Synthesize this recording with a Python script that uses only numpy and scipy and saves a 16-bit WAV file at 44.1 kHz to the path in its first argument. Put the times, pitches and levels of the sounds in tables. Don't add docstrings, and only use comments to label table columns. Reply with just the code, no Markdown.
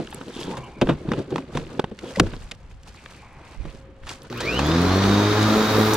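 import sys
import numpy as np
from scipy import signal
from scipy.fft import rfft, irfft, next_fast_len
from scipy.io import wavfile
from scipy.ndimage import map_coordinates

SR = 44100
rng = np.random.default_rng(int(sys.argv[2]) if len(sys.argv) > 2 else 0)


def materialize(psi):
    bounded = np.clip(np.atleast_2d(psi).T, -1, 1)
    quanta = np.round(bounded * 32767).astype(np.int16)
    wavfile.write(sys.argv[1], SR, quanta)


def undo_db(level):
    steps = np.asarray(level, float) / 20
    return 10 ** steps


N = 262836
SWITCH_S, FULL_HZ = 4.288, 109.575

# f/Hz, density/dB
HOLLOW_AIR = [(53, -30), (90, -11), (135, 0), (387, -1), (437, -6), (484, -1.5), (700, -17), (910, -50.5),
              (1540, -120)]
# f/Hz, coherence/1
NEAR_COHERENCE = [(60, 1), (180, 0.99), (550, 0.93), (1650, 0.62), (4970, 0.4), (15000, 0.04)]


def unit(x):
    return x / np.sqrt(np.mean(x ** 2) + 1e-20)


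def along(points, hz):
    f, v = np.transpose(points)
    return np.interp(np.log(hz + 1), np.log(f + 1), v)


def wobble(rate):
    knots = rng.standard_normal(int(N * rate / SR) + 4)
    return map_coordinates(knots, [np.arange(N) * rate / SR])


def between(t0, t1, fade):
    t = np.arange(N) / SR
    return np.clip(np.minimum(t - t0, t1 - t) / fade, 0, 1)


def filtered(x, response):
    m = next_fast_len(x.shape[-1] + 4096)
    spectrum = rfft(x, m) * response(np.fft.rfftfreq(m, 1 / SR))
    return irfft(spectrum, m)[..., :x.shape[-1]]


def peak(f, centre_hz, width_hz):
    return 1j * f * width_hz / (centre_hz ** 2 - f * f + 1j * f * width_hz)


def rush(spectrum, coherence, grain_db, grain_rate):
    pair = rng.standard_normal((2, N)) * undo_db(grain_db * wobble(grain_rate))

    def mid_side(hz):
        angle = np.arccos(np.clip(along(coherence, hz), -1, 1)) / 2
        return undo_db(along(spectrum, hz)) * [np.cos(angle), np.sin(angle)]

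    mid, side = filtered(pair, mid_side)
    return unit(np.array([mid + side, mid - side]))


def tone(hz, smear_db, smear_rate):
    phase = 2 * np.pi * np.cumsum(hz * np.ones(N)) / SR + smear_db / 6 * wobble(smear_rate)
    return unit(undo_db(smear_db * wobble(smear_rate)) * np.sin(phase))


def whistle(centre_hz, width_hz):
    return unit(filtered(rng.standard_normal(N), lambda f: peak(f, centre_hz, width_hz) ** 2))


def place(out, s, sound):
    out[:, round(s * SR):][:, :sound.shape[1]] += sound


def yard():
    # f/Hz, density/dB
    ambient = [(20, -12), (60, -0.5), (150, -6), (400, -24), (1000, -21.5), (3000, -32.5), (8000, -64),
               (15000, -77.5)]
    drone_level = undo_db(-68) + undo_db(-58) * between(3.62, 4.35, fade=0.1)
    drone = tone(538, smear_db=1, smear_rate=24) * drone_level
    return undo_db(-49) * rush(ambient, NEAR_COHERENCE, grain_db=1.5, grain_rate=14) + drone


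def swells(rows):
    s, rise, fall, db = np.transpose(rows)[:, :, None]
    t = np.arange(0, N / SR + .002, .001)
    slopes = np.maximum((s - t) / abs(rise), (t - s) / abs(fall))
    power = undo_db(2 * (db - 20 * slopes)).sum(axis=0)
    return np.interp(np.arange(N) / SR, t, 10 * np.log10(power + 1e-12))


def rubbing(over_db, bright_share):
    # t/s of the peak, rise/s, fall/s, drag level/dB, brightness/dB
    drags = [(0.0, .1, 0.19, -35.5, 5), (0.15, 0.2, 0.63, -48.5, 14.5), (0.284, 0.27, 0.82, -39, -5),
             (0.414, 0.19, 0.15, -39, 14.5), (0.514, 0.13, 0.14, -30.5, 2), (0.898, 0.11, 0.074, -26, -2),
             (1.0, 0.14, 0.15, -44.5, 5), (1.122, 0.16, 0.23, -27.5, -6.5), (1.192, .1, 0.074, -33.5, 2),
             (1.367, 0.17, 0.12, -31.5, -2), (1.571, 0.065, 0.077, -31, 5), (1.72, 0.43, 0.24, -33.5, -1),
             (2.055, 0.17, 0.39, -39.5, 4), (2.163, 0.044, 0.044, -46, 19.5), (2.23, 0.074, 0.14, -37, 8),
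             (2.33, 0.33, 0.16, -44.5, 10), (2.42, .15, .3, -60, 22), (3.01, .08, .08, -56, 14),
             (.58, 0.026, .06, -50.5, 14), (.68, 0.17, 0.28, -51.5, 10.5), (2.111, .15, .08, -49.5, 19.5),
             (2.79, 0.13, 0.13, -61, 9), (2.962, .05, 0.044, -57, 18), (2.715, 0.044, 0.053, -61.5, 19),
             (2.88, 0.066, 0.12, -56, 19), (3.11, 0.31, 0.33, -50, 14.5), (3.522, 0.22, 0.14, -48, 12),
             (3.76, 0.12, 0.12, -62.5, 21), (3.693, 0.19, 0.14, -43.5, 7), (3.9, .3, 0.55, -52, -9.5),
             (4.115, 0.068, 0.068, -43.5, 21.5), (4.265, 0.3, 0.067, -48.5, 10)]
    strokes = [(s, rise, fall, db + over_db + bright_share * bright_db)
               for s, rise, fall, db, bright_db in drags]
    rest = (2, 99, 99, -69 + over_db / 2)
    return swells(strokes + [rest])


def squeaks():
    # start t/s, length/s, f/Hz, width/Hz, level/dB
    singing = [(0.441, 0.13, 900, 200, -42), (0.522, 0.15, 1042, 200, -46), (0.548, 0.21, 780, 150, -49.5),
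               (.64, 0.18, 1013, 220, -53), (0.32, .18, 3440, 1000, -47.5), (.56, 0.14, 2280, 260, -53.5),
               (.67, 0.15, 2310, 330, -57), (.62, .07, 2950, 400, -53), (0.92, 0.13, 2230, 300, -63),
               (2.013, 0.14, 476.6, 150, -41.5), (2.017, 0.11, 3290, 900, -51.5),
               (2.15, 0.02, 1970, 150, -36), (2.168, 0.016, 532, 150, -25), (2.181, 0.017, 900, 200, -33),
               (2.95, 0.76, 2340, 800, -58), (3.206, 0.37, 850, 520, -54.5), (3.15, .4, 1500, 800, -64)]
    out = 0
    for s, length, hz, width_hz, db in singing:
        band = filtered(rng.standard_normal((2, N)), lambda f: 1 / (1 + (2 * f / width_hz) ** 4))
        phase = 2 * np.pi * np.cumsum(hz * (1 + .025 * wobble(12))) / SR
        voice = unit(band[0] * np.sin(phase) + band[1] * np.cos(phase))
        gate = between(s, s + length, fade=min(.022, length / 2))
        out = out + undo_db(db + 1.7 * wobble(30.03)) * voice * gate
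    return out


def handling():
    # f/Hz, density/dB
    shell_spectrum = [(360, -44), (620, -9.5), (800, -6), (1050, -7), (1370, -8.5), (1700, -11.5),
                      (2200, -50), (3700, -120)]
    scrape_spectrum = [(1000, -29), (1700, -2), (2400, -2), (2850, -2), (3500, -4), (4600, -7), (6000, -44),
                       (10000, -120)]
    fizz_spectrum = [(2590, -29), (4400, -6.5), (4950, -4), (6860, -7), (8630, -10), (11500, -20.5),
                     (15800, -33.5)]
    buffet_spectrum = [(8.8, -33), (15, -2), (55, -3.5), (102, -10.5), (130, -24.5), (160, -38.5),
                       (210, -66), (350, -120)]
    # t/s of the peak, rise/s, fall/s, level/dB
    jolts = [
        (0.0, .1, .5, -51),
        (0.5, 1.6, .5, -52),
        (0.858, 0.068, 0.21, -36),
        (1.117, 0.05, 0.092, -34),
        (1.591, 0.069, 0.066, -28),
        (1.7, .1, 1.2, -54),
        (2.205, 0.055, 0.75, -34),
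        (3.617, 0.05, 0.11, -27.5),
        (4.0, 1.7, 1.4, -51.5),
    ]
    hollow_db = rubbing(over_db=0, bright_share=0.05)
    shell_db = rubbing(over_db=-12.5, bright_share=0.79)
    scrape_db = rubbing(over_db=-15, bright_share=0.91)
    fizz_db = rubbing(over_db=-26.5, bright_share=1.13)
    slip = wobble(35)
    rub = undo_db(hollow_db + 0.5 + 2.0 * slip) * rush(HOLLOW_AIR, NEAR_COHERENCE, grain_db=3.5, grain_rate=60)
    rub += undo_db(shell_db - 0.3 + 1.1 * slip) * rush(shell_spectrum, NEAR_COHERENCE, grain_db=2.5, grain_rate=130)
    rub += undo_db(scrape_db - 0.2 + 1.0 * slip) * rush(scrape_spectrum, NEAR_COHERENCE, grain_db=3, grain_rate=260)
    rub += undo_db(fizz_db + 4.5 + .4 * slip) * rush(fizz_spectrum, NEAR_COHERENCE, grain_db=3.2, grain_rate=320)
    rub += squeaks()
    leeward = undo_db([[-16], [3]] * between(3.5, 3.85, fade=.08))
    buffet = rush(buffet_spectrum, [(30, 0.83)], grain_db=3.5, grain_rate=22)
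    rub += undo_db(swells(jolts) + 4.0) * leeward * buffet
    return rub * between(-1, 4.33, fade=0.028)


def thuds():
    # t/s, peak level/dB, f/Hz, T60/s
    blows = [(0.0, -15, 343, 0.025), (2.206, -16, 102.6, 0.26), (0.207, -30.5, 266, 0.099),
             (0.363, -23.5, 244, 0.05), (0.389, -25, 345, 0.083), (0.472, -22, 186, 0.082),
             (0.569, -27.5, 128, 0.36), (0.819, -6.5, 252, 0.064), (0.8215, -7, 349, 0.058),
             (.8935, -6.5, 300, 0.03), (.982, -34, 300, .05), (0.874, -21, 403, 0.08),
             (0.887, -10, 181, 0.067), (0.909, -13, 148.3, 0.14), (1.049, -24, 314, 0.1),
             (1.084, -14.5, 173, 0.032), (1.115, -15.5, 226, 0.047), (1.178, -17, 142.3, 0.14),
             (1.323, -15.5, 378, 0.043), (1.358, -11, 380, 0.016), (1.382, -21.5, 268, 0.089),
             (1.552, -15, 143.5, 0.043), (1.7935, -5.5, 399, 0.018), (1.84, -15.5, 417, 0.029),
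             (1.914, -25, 206, 0.059), (2.036, -23, 364, 0.035), (2.175, -19.5, 190, 0.12),
             (2.199, -6, 189, 0.04), (2.2018, -7, 285, 0.035), (2.211, -15, 175, .06),
             (2.235, -18, 230, 0.039), (2.331, -28.5, 144, 0.081), (3.648, -27.5, 152, 0.09),
             (4.303, -27, 142, 0.07), (.021, -28, 330, .06), (.145, -30, 230, .03), (.281, -26, 260, .025),
             (2.364, -33, 230, .035), (2.408, -34, 130, .04), (2.518, -38, 210, .03)]
    out = np.zeros((2, N + SR))
    t = np.arange(SR // 4) / SR
    for s, db, hz, t60 in blows:
        decay = undo_db(-60 * t / np.clip(t60, .015, .3))
        shape = decay * (1 - np.exp(-t * hz / 0.5))
        ring = np.sin(2 * np.pi * hz * t)
        ring += 0.21 * np.sin(2 * np.pi * 2.05 * hz * t)
        ring += 0.26 * np.sin(2 * np.pi * 0.543 * hz * t)
        noise = rng.standard_normal((2, len(t)))
        puff = unit(filtered(noise, lambda f: undo_db(along(HOLLOW_AIR, f))))
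        blow = shape * (ring + 0.51 * puff[0] + [[.15], [-.15]] * puff[1])
        place(out, s, undo_db(db) * blow / abs(blow).max())
    return out[:, :N]


def crack(t60, own, response):
    t = np.arange(SR // 12) / SR
    noise = rng.standard_normal((3, len(t)))
    envelope = undo_db(-60 * t / max(t60, .003)) * (1 - np.exp(-t / 0.00052))
    burst = filtered(envelope * (noise[0] + own * noise[1:]), response)
    return burst / abs(burst).max()


def clicks():
    # f/Hz, width/Hz, level/dB
    panel = [(576, 61, 0), (840, 490, -24.5), (1493, 19, -5), (2600, 36, -6.5), (2630, 410, -8.5),
             (3805, 110, -1)]
    # t/s, peak level/dB, brightness/dB, T60/s
    knocks = [(0.126, -26, -30, 0.018), (0.212, -25, -29, 0.025), (0.391, -33, -14, 0.037),
              (0.412, -27, 6, 0.024), (0.569, -25.5, -6, 0.088), (0.813, -10.5, -9.5, 0.058),
              (0.871, -16.5, -28, 0.02), (0.889, -14.5, -30, 0.12), (1.117, -16, -33, 0.035),
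              (1.134, -18, -27, 0.034), (1.19, -32, 9, 0.018), (1.305, -31.5, -1, 0.048),
              (1.359, -11.5, -14, 0.011), (1.381, -19, -14, 0.028), (1.549, -24, -9, 0.078),
              (1.572, -15, -2, 0.023), (1.794, -10.5, -26, 0.019), (1.841, -18, -30, 0.021),
              (1.913, -34, -30, 0.026), (2.1965, -5, -4, 0.016), (2.335, -25.5, -34, 0.031),
              (2.876, -36, -5, 0.033), (4.326, -21, -4, 0.017), (4.404, -17.5, -2, 0.093),
              (4.591, -11.5, -9, 0.04)]
    # t/s, peak level/dB, f/Hz, brightness/dB, T60/s
    latches = [(1.989, -26, 2340, 1, 0.021), (2.158, -23, 3000, 1, 0.04), (2.198, -1, 1500, -2, 0.019),
               (2.1993, -5.5, 3000, -3, 0.018), (2.199, -7, 660, -20, 0.022),
               (.894, -16.5, 1010, -18, 0.025), (1.088, -26, 900, -25, 0.02),
               (1.325, -30, 1270, -20, 0.014), (1.796, -21, 4300, -13, 0.018), (1.794, -15, 520, -30, .02),
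               (1.117, -15, 1100, -15, .022), (4.592, -21, 3000, 2, .025), (2.512, -24, 1950, -1, 0.036),
               (2.516, -18, 2640, -4, 0.02), (3.06, -22.5, 1800, -28.5, 0.0079),
               (3.651, -33.5, 1110, -24, 0.034), (4.034, -38, 1410, -19, 0.024),
               (4.067, -29.5, 1110, -4, 0.24), (4.091, -20, 2770, 4, 0.051), (2.52, -36, 540, -30, .03),
               (4.592, -18, 1050, -25, .03), (.817, -11, 520, -30, .045)]
    # t/s, peak level/dB, f/Hz
    ticks = [(0.0723, -28.5, 2850), (0.1157, -34, 3600), (0.282, -32, 3520), (1.6669, -36, 2700),
             (2.833, -44, 2620), (2.946, -37.5, 1200), (4.219, -37, 4300), (4.3006, -31, 4470),
             (4.457, -27, 3700), (4.299, -33, 2200), (4.374, -29, 2800), (4.377, -31, 5000),
             (.0735, -31, 1600), (5.0385, -13, 3640), (5.5375, -18, 3760),
             (.145, -22.5, 8600), (4.232, -38, 10870), (4.376, -28, 13650), (4.666, -23, 13500),
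            (4.817, -28, 9100), (4.97, -35, 12500), (5.04, -31, 8800), (5.097, -26.5, 6600),
            (5.428, -22, 6200), (5.942, -10, 14000), (2.829, -50, 10000), (2.88, -48, 9500),
            (3.111, -43, 9500), (3.135, -48, 10500), (3.178, -49, 7000), (3.219, -52, 5500),
            (3.331, -51, 9500), (4.545, -35, 7000), (5.43, -19, 5200), (5.943, -16, 6500),
             (.0463, -39, 6000), (.0692, -41, 5500), (.1052, -36, 9000), (.112, -36, 7950),
              (.135, -36, 10000), (.283, -46, 9050), (.365, -28, 3200), (.432, -22.5, 3520),
              (.5217, -46, 6000), (0.543, -32, 1500), (0.571, -36, 7000), (.6389, -46, 6000),
              (.644, -43, 7000), (.578, -37, 6500), (.586, -42, 7500), (2.171, -39, 5000),
              (2.188, -33, 6000), (2.2324, -40, 5000), (2.268, -29, 1000), (2.364, -34, 3770),
              (2.392, -50, 6500), (2.413, -50, 6740), (2.4299, -48, 8000), (2.441, -44, 7500),
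              (2.4977, -46, 4950), (2.5486, -48, 5430), (2.632, -53, 4850), (2.712, -41, 2200),
              (2.716, -52, 6000), (2.833, -45, 5600), (2.8709, -51, 3600), (2.9601, -40, 4400),
              (3.1108, -45, 4530), (3.166, -52, 4000), (3.028, -47, 1800), (3.708, -41, 2600),
              (3.7489, -43, 5200), (4.676, -23, 1900), (4.716, -21, 2830), (4.892, -24, 2500),
              (5.2208, -35, 7000), (5.427, -19, 3480), (5.871, -18, 3200), (5.935, -13, 5550)]

    def wall(f):
        return sum((-1) ** k * undo_db(db / 2) * peak(f, centre_hz, 1.6 * width_hz)
                   for k, (centre_hz, width_hz, db) in enumerate(panel))

    out = np.zeros((2, N + SR))
    wall_knocks = [(s, db, 887, bright_db, t60) for s, db, bright_db, t60 in knocks]
    for s, db, hz, bright_db, t60 in wall_knocks + latches:
        body = crack(t60, 0.45, lambda f: (0.37 * wall(f) + peak(f, hz, 0.55 * hz)) * peak(f, 900, 3500) ** 2)
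        snap = crack(0.8 * t60, 0.2, lambda f: peak(f, 3800, 7600) ** 3 / (1 + 1j * f / 9000) ** 2)
        hit = body + undo_db(bright_db) * snap
        place(out, s, undo_db(db) * hit / abs(hit).max())
    for s, db, hz in ticks:
        place(out, s, undo_db(db) * crack(0.0079, 0.43, lambda f: peak(f, hz, 0.78 * hz) ** 3))
    return out[:, :N]


def spin():
    slow_share, slow_s, quick_s = .7934, .3938, .132
    t = np.maximum(np.arange(N) / SR - SWITCH_S, .01)
    return FULL_HZ * (1 - slow_share * np.exp(-t / slow_s) - (1 - slow_share) * np.exp(-t / quick_s))


def passes():
    return 1.0165 * spin() - 2.1 * between(5.6, 9, fade=.11)


def airflow():
    # f/Hz, density/dB
    deck_spectrum = [(25, -23), (60, -4.5), (150, -2.5), (300, 4.5), (450, 3), (700, -5), (1000, -34.5)]
    air_spectrum = [(320, -31), (759, -4.5), (1220, -1.5), (2760, -14.5), (3810, -10.5), (6300, -19.5),
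                    (7940, -30), (15600, -46.5)]
    hiss_spectrum = [(5590, -12), (9500, 1), (11800, -5.5), (14700, 9), (15700, -8)]
    # f/Hz, coherence/1
    flow_coherence = [(60, 0.94), (180, 0.96), (550, 0.81), (1650, 0.6), (4970, 0.27), (15000, 0.013)]
    speed_db = 20 * np.log10(np.maximum(spin() / FULL_HZ, .17))
    roar_db, air_db = -19 + 0.79 * speed_db, -22.5 + 1.18 * speed_db
    hiss_db = -69 + 19 * (np.arange(N) / SR - SWITCH_S)
    chop = np.sin(2 * np.pi * np.cumsum(passes()) / SR)
    roar = undo_db(roar_db - 6.0) * rush(deck_spectrum, flow_coherence, grain_db=2.0, grain_rate=30)
    air = undo_db(air_db - 1.5 + 0.77 * chop) * rush(air_spectrum, flow_coherence, grain_db=1.0, grain_rate=190)
    hiss = undo_db(hiss_db + 1.2 * chop) * rush(hiss_spectrum, flow_coherence, grain_db=1.2, grain_rate=150)
    hiss = hiss * between(4.33, 7, fade=.06)
    slack = .8 * between(4.2, 4.62, fade=.1)
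    flow = roar + air
    flow = flow - slack * filtered(flow, lambda f: peak(f, 780, 420))
    return (flow + hiss * undo_db([[1.2], [-1.2]])) * between(4.298, 7, fade=0.0061)


def motor():
    orders = (45.75, 63.08, 91.5, 126.16)
    # f/Hz, level/dB
    hum_lines = [(120, -42), (240, -40), (360, -38), (480, -46)]
    # f/Hz, level/dB
    cover = [(900, -44), (1600, -38), (2100, -36), (2330, -27), (2650, -29), (2950, -26), (3120, -39),
             (3600, -35), (3950, -43), (4350, -37), (4750, -52)]
    # f/Hz, level/dB
    duct = [(2000, -55), (3300, -50), (4000, -41), (4900, -44), (5550, -46), (6050, -45), (6500, -44),
            (6800, -48)]
    # f/Hz, level/dB
    inrush = [(1500, -52), (2700, -41), (3900, -41), (5000, -42), (5700, -49), (6500, -47), (7100, -46),
              (7500, -70)]
    speed, t = spin(), np.arange(N) / SR
    bars_hz, fan_hz, double_hz, high_fan_hz = [order * speed for order in orders]
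    bars_db, fan_db, double_db = along(cover, bars_hz), along(duct, fan_hz), along(inrush, double_hz)
    shake = 1 + .8 * np.sin(2 * np.pi * hum_lines[0][0] * t)
    bars = shake * undo_db(bars_db - 3) * tone(bars_hz, smear_db=2.8, smear_rate=50)
    whine = filtered(bars, lambda f: 1 + 1.8 * peak(f, 2430, 60))
    whine += undo_db(fan_db - 2) * (.6 + .4 * shake) * tone(fan_hz, smear_db=3.4, smear_rate=45)
    whine += undo_db(double_db - 3.5) * shake * tone(double_hz, smear_db=3.5, smear_rate=60)
    whine += undo_db(fan_db - 21) * tone(high_fan_hz, smear_db=3, smear_rate=80)
    whistle_db = -38 + 1.1 * np.minimum(speed - 101, 0)
    whistle_hz = 3780 + 18 * wobble(8) + 22 * np.minimum(speed - 102, 0)
    housing = tone(whistle_hz, smear_db=1.7, smear_rate=40) + .38 * whistle(3770, width_hz=130)
    whine += undo_db(whistle_db) * housing
    cover_level = undo_db(-49.5) + undo_db(-46) * between(4.53, 4.66, fade=.04)
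    whine += cover_level * whistle(2460, width_hz=170)
    hum = sum(undo_db(db - 17.0 * (t - 4.5)) * tone(hz, smear_db=5.5, smear_rate=14) for hz, db in hum_lines)
    return (whine + hum) * between(4.3, 7, fade=0.052)


def throb_levels(rate):
    full_db = (-22, -22.5, -24.5, -26)
    # t/s, depth/dB, half-width/s
    cancellations = [
        [(4.68, 5, .25), (5.34, 6.5, 0.092), (5.61, 14, 0.15), (5.95, 6, 0.18)],
        [(4.68, 4, .2), (4.89, 6, 0.086), (5.33, 12.5, 0.13), (5.715, 17, 0.065), (5.95, 16, 0.11)],
        [(4.69, 26, 0.068), (5.03, 7, 0.16), (5.36, 20, 0.028), (5.68, 10, 0.29)],
        [(4.87, 28, 0.1), (5.08, 7, 0.24), (5.47, 25, 0.093), (5.67, 6, 0.1)],
    ]
    t = np.arange(N) / SR
    weak_db = 0.7 * np.minimum(rate - 77.5, 0)
    levels = []
    for db, nulls in zip(full_db, cancellations):
        lost_db = sum(depth_db * np.clip(1 - abs(t - s) / abs(half), 0, 1) for s, depth_db, half in nulls)
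        levels.append(db + weak_db - lost_db)
    return levels


def blade():
    rate = passes()
    levels = throb_levels(rate)
    throb = sum(undo_db(db) * tone(k * rate, smear_db=1.2, smear_rate=10) for k, db in enumerate(levels, 1))
    upper = sum(undo_db(-38 - .7 * k) * tone((5 + k) * rate, smear_db=3.5, smear_rate=16) for k in range(9))
    halves = sum(undo_db(levels[0] - 19.5) * tone((k + .5) * rate, smear_db=4, smear_rate=12) for k in range(4))
    return (throb + upper + halves) * between(4.4, 7, fade=0.051)


def scene():
    since = np.arange(N) / SR - 2.204
    duck = undo_db(-10 * (since > 0) * np.exp(-np.abs(since) / 0.02))
    return (handling() + yard()) * duck + thuds() + clicks() + blade() + motor() + airflow()


def band_limit(x):
    return signal.sosfilt(signal.butter(12, 16940, fs=SR, output="sos"), x)


def record(dry):
    held = dry / (1 + abs(dry / 1.5) ** 6) ** (1 / 6)

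    def ports(hz):
        lag = np.array([[1.2], [-1.2]]) / SR
        return np.exp(-1j * np.pi * hz * lag) * (hz < 15950)

    return band_limit(filtered(held, ports))


dry = scene()
out = record(dry)
materialize(out)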